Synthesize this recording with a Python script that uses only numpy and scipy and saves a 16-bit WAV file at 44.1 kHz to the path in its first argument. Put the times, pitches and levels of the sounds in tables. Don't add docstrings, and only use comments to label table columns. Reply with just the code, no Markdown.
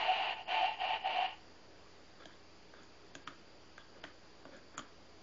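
import sys
import numpy as np
from scipy import signal
from scipy.fft import rfft, irfft
from scipy.io import wavfile
from scipy.ndimage import uniform_filter1d, minimum_filter1d

SR = 44100
rng = np.random.default_rng(int(sys.argv[2]) if len(sys.argv) > 2 else 0)


def persist_wave(psi):
    counts = np.round(np.clip(psi, -1, 1) * 32767).astype(np.int16)
    wavfile.write(sys.argv[1], SR, np.atleast_2d(counts).T)


def convert_level_to_amplitude(level_db):
    exponent = np.asarray(level_db, float) / 20
    return 10 ** exponent


N = 230510
LEAD = 300


def evened(x):
    return x / np.sqrt(np.mean(x ** 2) + 1e-20)


def read(points, hz):
    f, value = np.transpose(points)
    return np.interp(np.log(hz + 1), np.log(f + 1), value)


def add(mix, s, sound):
    part = mix[round(s * SR):][:len(sound)]
    part += sound[:len(part)]


def smoothed(x, size_0, size_1):
    return uniform_filter1d(uniform_filter1d(x, size_0, axis=0), size_1, axis=1)


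def resonate(x, hz, width):
    turn = np.exp(2j * np.pi * hz * np.arange(len(x)) / SR)
    r = np.exp(-np.pi * width / SR)
    return 2 * (turn * signal.lfilter([1 - r], [1, -r], x / turn)).real


def body(x, modes):
    total = 0
    for hz, width, db in modes:
        once = resonate(x, hz, 1.76 * width)
        total = total + convert_level_to_amplitude(db) * resonate(once, hz, 1.76 * width)
    return evened(total)


def coloured(x, points):
    gain = convert_level_to_amplitude(read(points, np.fft.rfftfreq(len(x), 1 / SR)))
    return evened(irfft(rfft(x) * gain, len(x)))


def slips(size, per_s, spread_db):
    draw = rng.random((size, 3))
    happens = draw[:, 0] < per_s / SR
    strength = convert_level_to_amplitude(-spread_db * np.log(draw[:, 2] + 0.018))
    return happens * np.sign(draw[:, 1] - .5) * strength


def dying(hz, t60):
    t = np.arange(9000) / SR
    return convert_level_to_amplitude(-60 * t / t60) * np.sin(2 * np.pi * hz * t)


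def air():
    # frequency in Hz, level in dB per Hz.
    air_colour = [(15, -52.5), (25, -6.5), (90, -10.5), (144, -9), (178, -6.5), (205, -4), (315, -4),
                  (380, -2), (596, -4), (720, -6), (3200, -14.5), (4670, -20), (7150, -21), (9300, -71),
                  (15700, -120)]
    # frequency in Hz, width in Hz, level in dB.
    port = (4705, 420, -70.5)
    # frequency of a hum note in Hz, level in dB rms.
    hum_notes = [(59.3, -77.5), (84.5, -73.5), (120, -79), (180, -78), (318, -73.5), (415, -75.5)]
    frames = N // 256 + 5
    patches = evened(smoothed(rng.standard_normal((513, frames)), 12, 16))
    hiss = coloured(rng.standard_normal(frames * 256), air_colour)
    z = signal.stft(hiss, nperseg=1024, noverlap=768)[2][:, :frames] * convert_level_to_amplitude(0.95 * patches)
    wash = convert_level_to_amplitude(-61.5) * evened(signal.istft(z, nperseg=1024, noverlap=768)[1][:N])
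    wash = wash + convert_level_to_amplitude(port[2]) * body(rng.standard_normal(N), [port])
    t = np.arange(N) / SR
    for hz, db in hum_notes:
        waver = evened(resonate(rng.standard_normal(N), hz, 5))
        tone = np.sin(2 * np.pi * (hz * t + rng.random()))
        wash = wash + convert_level_to_amplitude(db) * evened(tone + 0.18 * waver)
    return wash


def room(x):
    # frequency in Hz, time to fade by 60 dB in seconds.
    fade_times = [(300, 0.11), (1500, 0.46), (7000, 0.15)]
    taps = np.zeros(SR // 2)
    at = np.arange(200, SR // 2 - 20, 20)
    taps[at + rng.integers(0, 20, len(at))] = rng.choice([-1., 1.], len(at))
    hz, t, z = signal.stft(taps, SR, nperseg=256)
    fading = convert_level_to_amplitude(-60 * t / read(fade_times, hz)[:, None])
    tail = signal.istft(z * fading, SR, nperseg=256)[1]
    return signal.fftconvolve(x, tail / np.linalg.norm(tail))[:N]


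def thump(db, hz):
    rise = 1 - np.exp(-np.arange(9000) / SR / 0.0078)
    notes = dying(hz, 0.11) + 0.54 * dying(0.54 * hz, 0.081) + 0.29 * dying(1.2 * hz, 0.23)
    return convert_level_to_amplitude(db + 2.5) * rise * notes


def scrape(length, edge_db, table_db, rim_db):
    # frequency in Hz, width in Hz, level in dB.
    crimp = [(1300, 500, -0.5), (1630, 21, 7.5), (1900, 500, -17)]
    u = np.linspace(0, 1, round(length * SR))
    drive = slips(len(u), per_s=3300, spread_db=3.0)
    edge = convert_level_to_amplitude(edge_db) * body(drive, crimp)
    rumble = convert_level_to_amplitude(table_db) * body(drive, [(310, 130, -1.5), (546, 88, -0.5)])
    rim = convert_level_to_amplitude(rim_db) * body(drive, [(3380, 66, -2.0), (3080, 530, -7.0)])
    bite = np.minimum(u / 0.27, 1)
    ease = convert_level_to_amplitude(-4.5 * u ** 2)
    return (edge + rumble + rim) * bite * ease * signal.windows.tukey(len(u), .15)


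def tick(blow_db, hz, knock_db, snap_db, edge_db, chatter):
    # frequency in Hz, level in dB, 60 dB fade in seconds.
    lasting = [(1174, -14.5, 0.037), (1407, -23.5, .08), (1630, -10, 0.53), (2630, -42, 0.17),
               (3420, -25, 0.07)]
    t = np.arange(len(chatter)) / SR
    colour = [(200, -25), (640, knock_db + 1), (hz, 0), (2300, -5), (3300, snap_db + 0.5),
              (5100, snap_db - 9.5), (7000, edge_db + 4.5), (9000, edge_db - 20)]
    grit = coloured(chatter, colour)
    steel = dying(hz, 0.021) + 0.56 * dying(0.836 * hz, 0.01)
    glass = convert_level_to_amplitude(knock_db + 1.0) * dying(637, 0.018)
    cap = convert_level_to_amplitude(snap_db + 2.5) * (dying(3265, 0.0073) + 0.77 * dying(3520, 0.0039))
    edge = convert_level_to_amplitude(edge_db + 6.0) * dying(6660, 0.0036)
    rattle = convert_level_to_amplitude(-60 * t / 0.0096) + convert_level_to_amplitude(-18.5 - 60 * t / 0.11)
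    crack = convert_level_to_amplitude(-4) * grit * rattle + convert_level_to_amplitude(-3.5) * (steel + glass + cap + edge)
    crack = crack * (1 - np.exp(-t / 0.00081))
    rings = sum(convert_level_to_amplitude(db) * resonate(crack, f, 2.2 / t60) for f, db, t60 in lasting)
    lead_in = convert_level_to_amplitude(-27.5) * grit[-LEAD:] * np.linspace(.3, 1, LEAD)
    return convert_level_to_amplitude(blow_db) * np.concatenate([lead_in, crack + convert_level_to_amplitude(18) * rings])


def opener_ticks():
    # start in seconds, blow in dB, contact note in Hz,
    # glass knock and cap snap in dB relative to the blow.
    sharp = [
        (2.256, -41.5, 1640, 7, 8),
        (2.832, -51.5, 964, -20, -15),
        (3.152, -35, 1600, -3.5, 3.5),
        (4.566, -51, 1640, -13, -8),
        (4.779, -27, 1313, -10, -9),
        (4.784, -40, 1170, -20, -12),
    ]
    blunt = [(1.862, -52, 1160, 4, -19), (2.737, -44.5, 1540, 1.5, -25), (2.997, -50, 1290, -25, -19),
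             (3.275, -28.5, 1277, -26, -9.5), (3.282, -39.5, 1200, -12, -5), (3.779, -37.5, 1590, -6, -8),
             (3.959, -52, 1580, 0, -12), (4.039, -29, 1545, -3.5, -7), (4.042, -41.5, 1670, 1.5, -30),
             (4.049, -37.5, 1900, -20, -23), (4.453, -41, 1470, 4.5, -7.5), (4.792, -34.5, 1300, -1, 1.5),
             (4.797, -37, 1410, -6, -20)]
    # start in seconds, level in dB, note in Hz.
    knocks = [
        (2.257, -50, 309),
        (3.153, -46, 282),
        (3.272, -46.5, 281.5),
        (4.039, -48, 298),
        (4.454, -50, 268),
        (4.778, -46, 281.4),
        (4.792, -46.5, 235),
    ]
    mix = np.zeros(N)
    for table, edge_db in ((sharp, 0.5), (blunt, -21)):
        for (s, *row), chatter in zip(table, rng.standard_normal((len(table), 9000))):
            add(mix, s - LEAD / SR, tick(*row, edge_db, chatter))
    for s, db, hz in knocks:
        add(mix, s, thump(db, hz))
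    return mix


def opener_scrapes():
    # start in seconds, length in seconds, scrape in dB, table rumble in dB, rim in dB.
    drags = [(2.191, 0.057, -57.5, -60.5, -66), (2.26, 0.11, -65, -68, -70.5),
             (2.731, 0.12, -61.5, -62, -69), (3.782, .045, -65, -66, -63), (3.944, .07, -65.5, -61.5, -78),
             (4.457, 0.046, -70, -55.5, -76), (4.505, 0.091, -59.5, -56, -68),
             (3.285, 0.053, -63, -60, -77), (4.733, .045, -60, -64, -75), (4.06, 0.055, -62, -62.5, -72),
             (4.803, 0.056, -66, -66, -73)]
    mix = np.zeros(N)
    for s, *row in drags:
        add(mix, s, scrape(*row))
    return mix


def pressure_db(t):
    # touch in seconds, lift in seconds, pressure in dB, sag in dB, rise in seconds.
    strokes = [
        (-.05, 0.325, -39, -1.5, .03),
        (0.349, 0.417, -51.5, -3, 0.018),
        (0.467, 0.494, -48.5, 0.5, 0.011),
        (0.478, 0.659, -38.5, -1.5, 0.036),
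        (0.661, 0.739, -46, -1.5, 0.012),
        (0.777, 0.96, -41.5, 0.5, 0.028),
        (0.981, 1.015, -56, -5, 0.011),
        (1.027, 1.256, -41, 0, 0.027),
        (1.262, 1.329, -51.5, -2, .01),
    ]
    touch, lift, db, sag_db, rise = np.transpose(strokes)[:, :, None]
    landing = -16 * np.clip(1 - (t - touch) / rise, 0, 9)
    sagging = sag_db * np.clip((t - touch) / (lift - touch), 0, 1) ** 1.8
    lifting = -549 * np.maximum(t - lift, 0)
    return 20 * np.log10(convert_level_to_amplitude(db + landing + sagging + lifting).sum(0))


def singing(drive, note, catches):
    t = np.arange(len(drive)) / SR
    ring = body(drive, [(*note, 0)])
    power = uniform_filter1d(uniform_filter1d(ring ** 2, size=500), size=500)
    swell = np.sqrt(abs(power) + 1e-3)
    ring = evened(ring / swell ** .8)
    swells = sum(convert_level_to_amplitude(db - 7.9 * (2 * (t - s) / length) ** 2) for s, length, db in catches)
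    return ring, ring * swells


def rub():
    # frequency in Hz, width in Hz.
    hollow_note = (748, 39)
    wall_note = (872, 36)
    # middle in seconds, length in seconds, ring in dB.
    hollow_catches = [(0.104, 0.041, -30), (0.202, 0.048, -38.5), (0.296, 0.016, -45), (0.404, 0.025, -45),
                      (0.538, 0.078, -43), (0.632, 0.056, -31.5), (0.834, 0.05, -36.5), (.912, 0.043, -37),
                      (1.074, 0.056, -35.5), (1.185, 0.044, -33), (1.238, 0.046, -37)]
    wall_catches = [
        (0.054, 0.054, -41.5),
        (0.598, .04, -40.5),
        (0.698, 0.056, -40),
        (0.932, 0.046, -45.5),
        (1.11, 0.056, -49),
    ]
    # frequency in Hz, width in Hz, level in dB.
    wall_modes = [(867.6, 24, -0.5), (695, 72, -6), (805.5, 49, -1.5), (965, 16, -14), (857, 330, -15)]
    shell_modes = [(2800, 182, 3), (2958, 67, -2.5), (2640, 48, -6), (2418, 297, -5), (3096, 52, -6),
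                   (1877, 167, -9), (2153, 74, -12.5), (1479, 50, -12.5), (4016, 26, -13.5)]
    # frequency in Hz, level in dB per Hz.
    fizz_colour = [(150, -60.5), (300, -15), (400, -8), (550, -8), (1000, 0.5), (1300, -2), (2000, -2.5),
                   (3300, -1.5), (3700, -6.5), (4800, -12), (5300, -41), (7500, -54)]
    t = np.arange(0, 1.6, 1 / SR)
    press_db = pressure_db(t)
    rasp_db = pressure_db(t - 0.0048)
    drive = slips(len(t), per_s=7000, spread_db=1.63)
    hollow, hollow_song = singing(drive, hollow_note, hollow_catches)
    wall_song = singing(drive, wall_note, wall_catches)[1]
    case = convert_level_to_amplitude(-7.5) * hollow + convert_level_to_amplitude(-3) * body(drive, wall_modes)
    fizz_db = -1.5 + 0.27 * (rasp_db + 39.5)
    fizz = convert_level_to_amplitude(fizz_db) * coloured(drive, fizz_colour)
    shell = convert_level_to_amplitude(rasp_db) * (convert_level_to_amplitude(-2.44) * body(drive, shell_modes) + fizz)
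    return convert_level_to_amplitude(press_db) * case + shell + hollow_song + wall_song


def scene():
    hand = np.zeros(N)
    add(hand, 0, rub())
    ticks = opener_ticks()
    drags = opener_scrapes()
    echoes = room(convert_level_to_amplitude(-14.5) * hand + convert_level_to_amplitude(-13.5) * (ticks))
    return mixed(hand, ticks + drags)


def mixed(hand, opener):
    echoes = room(convert_level_to_amplitude(-14.5) * hand + convert_level_to_amplitude(-13.5) * opener)
    return (hand + opener + echoes + air())[None]


def thinned(x):
    # frequency in Hz, level under the loudness in dB.
    mask = [(1500, -60), (3000, -48), (4800, -48), (5400, -44), (7300, -47)]
    hz, _, z = signal.stft(x, SR, nperseg=512, noverlap=384)
    power = abs(z) ** 2
    loud_db = 10 * np.log10(power[3:].sum(0) + 1e-12)
    jump_db = -minimum_filter1d(-loud_db, size=13, origin=-6) - loud_db
    ragged = evened(smoothed(rng.standard_normal(z.shape), 6, 6))
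    steady_db = np.minimum(uniform_filter1d(loud_db, size=30), -42)
    early_db = (.68 + .2 * ragged) * jump_db * (steady_db < -48)
    limit_db = steady_db + early_db + read(mask, hz)[:, None]
    patch_db = 10 * np.log10(abs(smoothed(power, 2, 4)) + 1e-20)
    kept = np.clip((patch_db - limit_db) / 2, 0, 1)
    return signal.istft(z * kept, SR, nperseg=512, noverlap=384)[1][:N]


def roll_off(x):
    return signal.sosfilt(signal.butter(12, 8700, fs=SR, output="sos"), x)


def record(dry):
    band = signal.firwin(801, 7284, window=("kaiser", 9), fs=SR)
    narrow = signal.oaconvolve(dry[0], band, "same")
    return roll_off(thinned(narrow)[None] + 0.001)


dry = scene()
out = record(dry)
persist_wave(out)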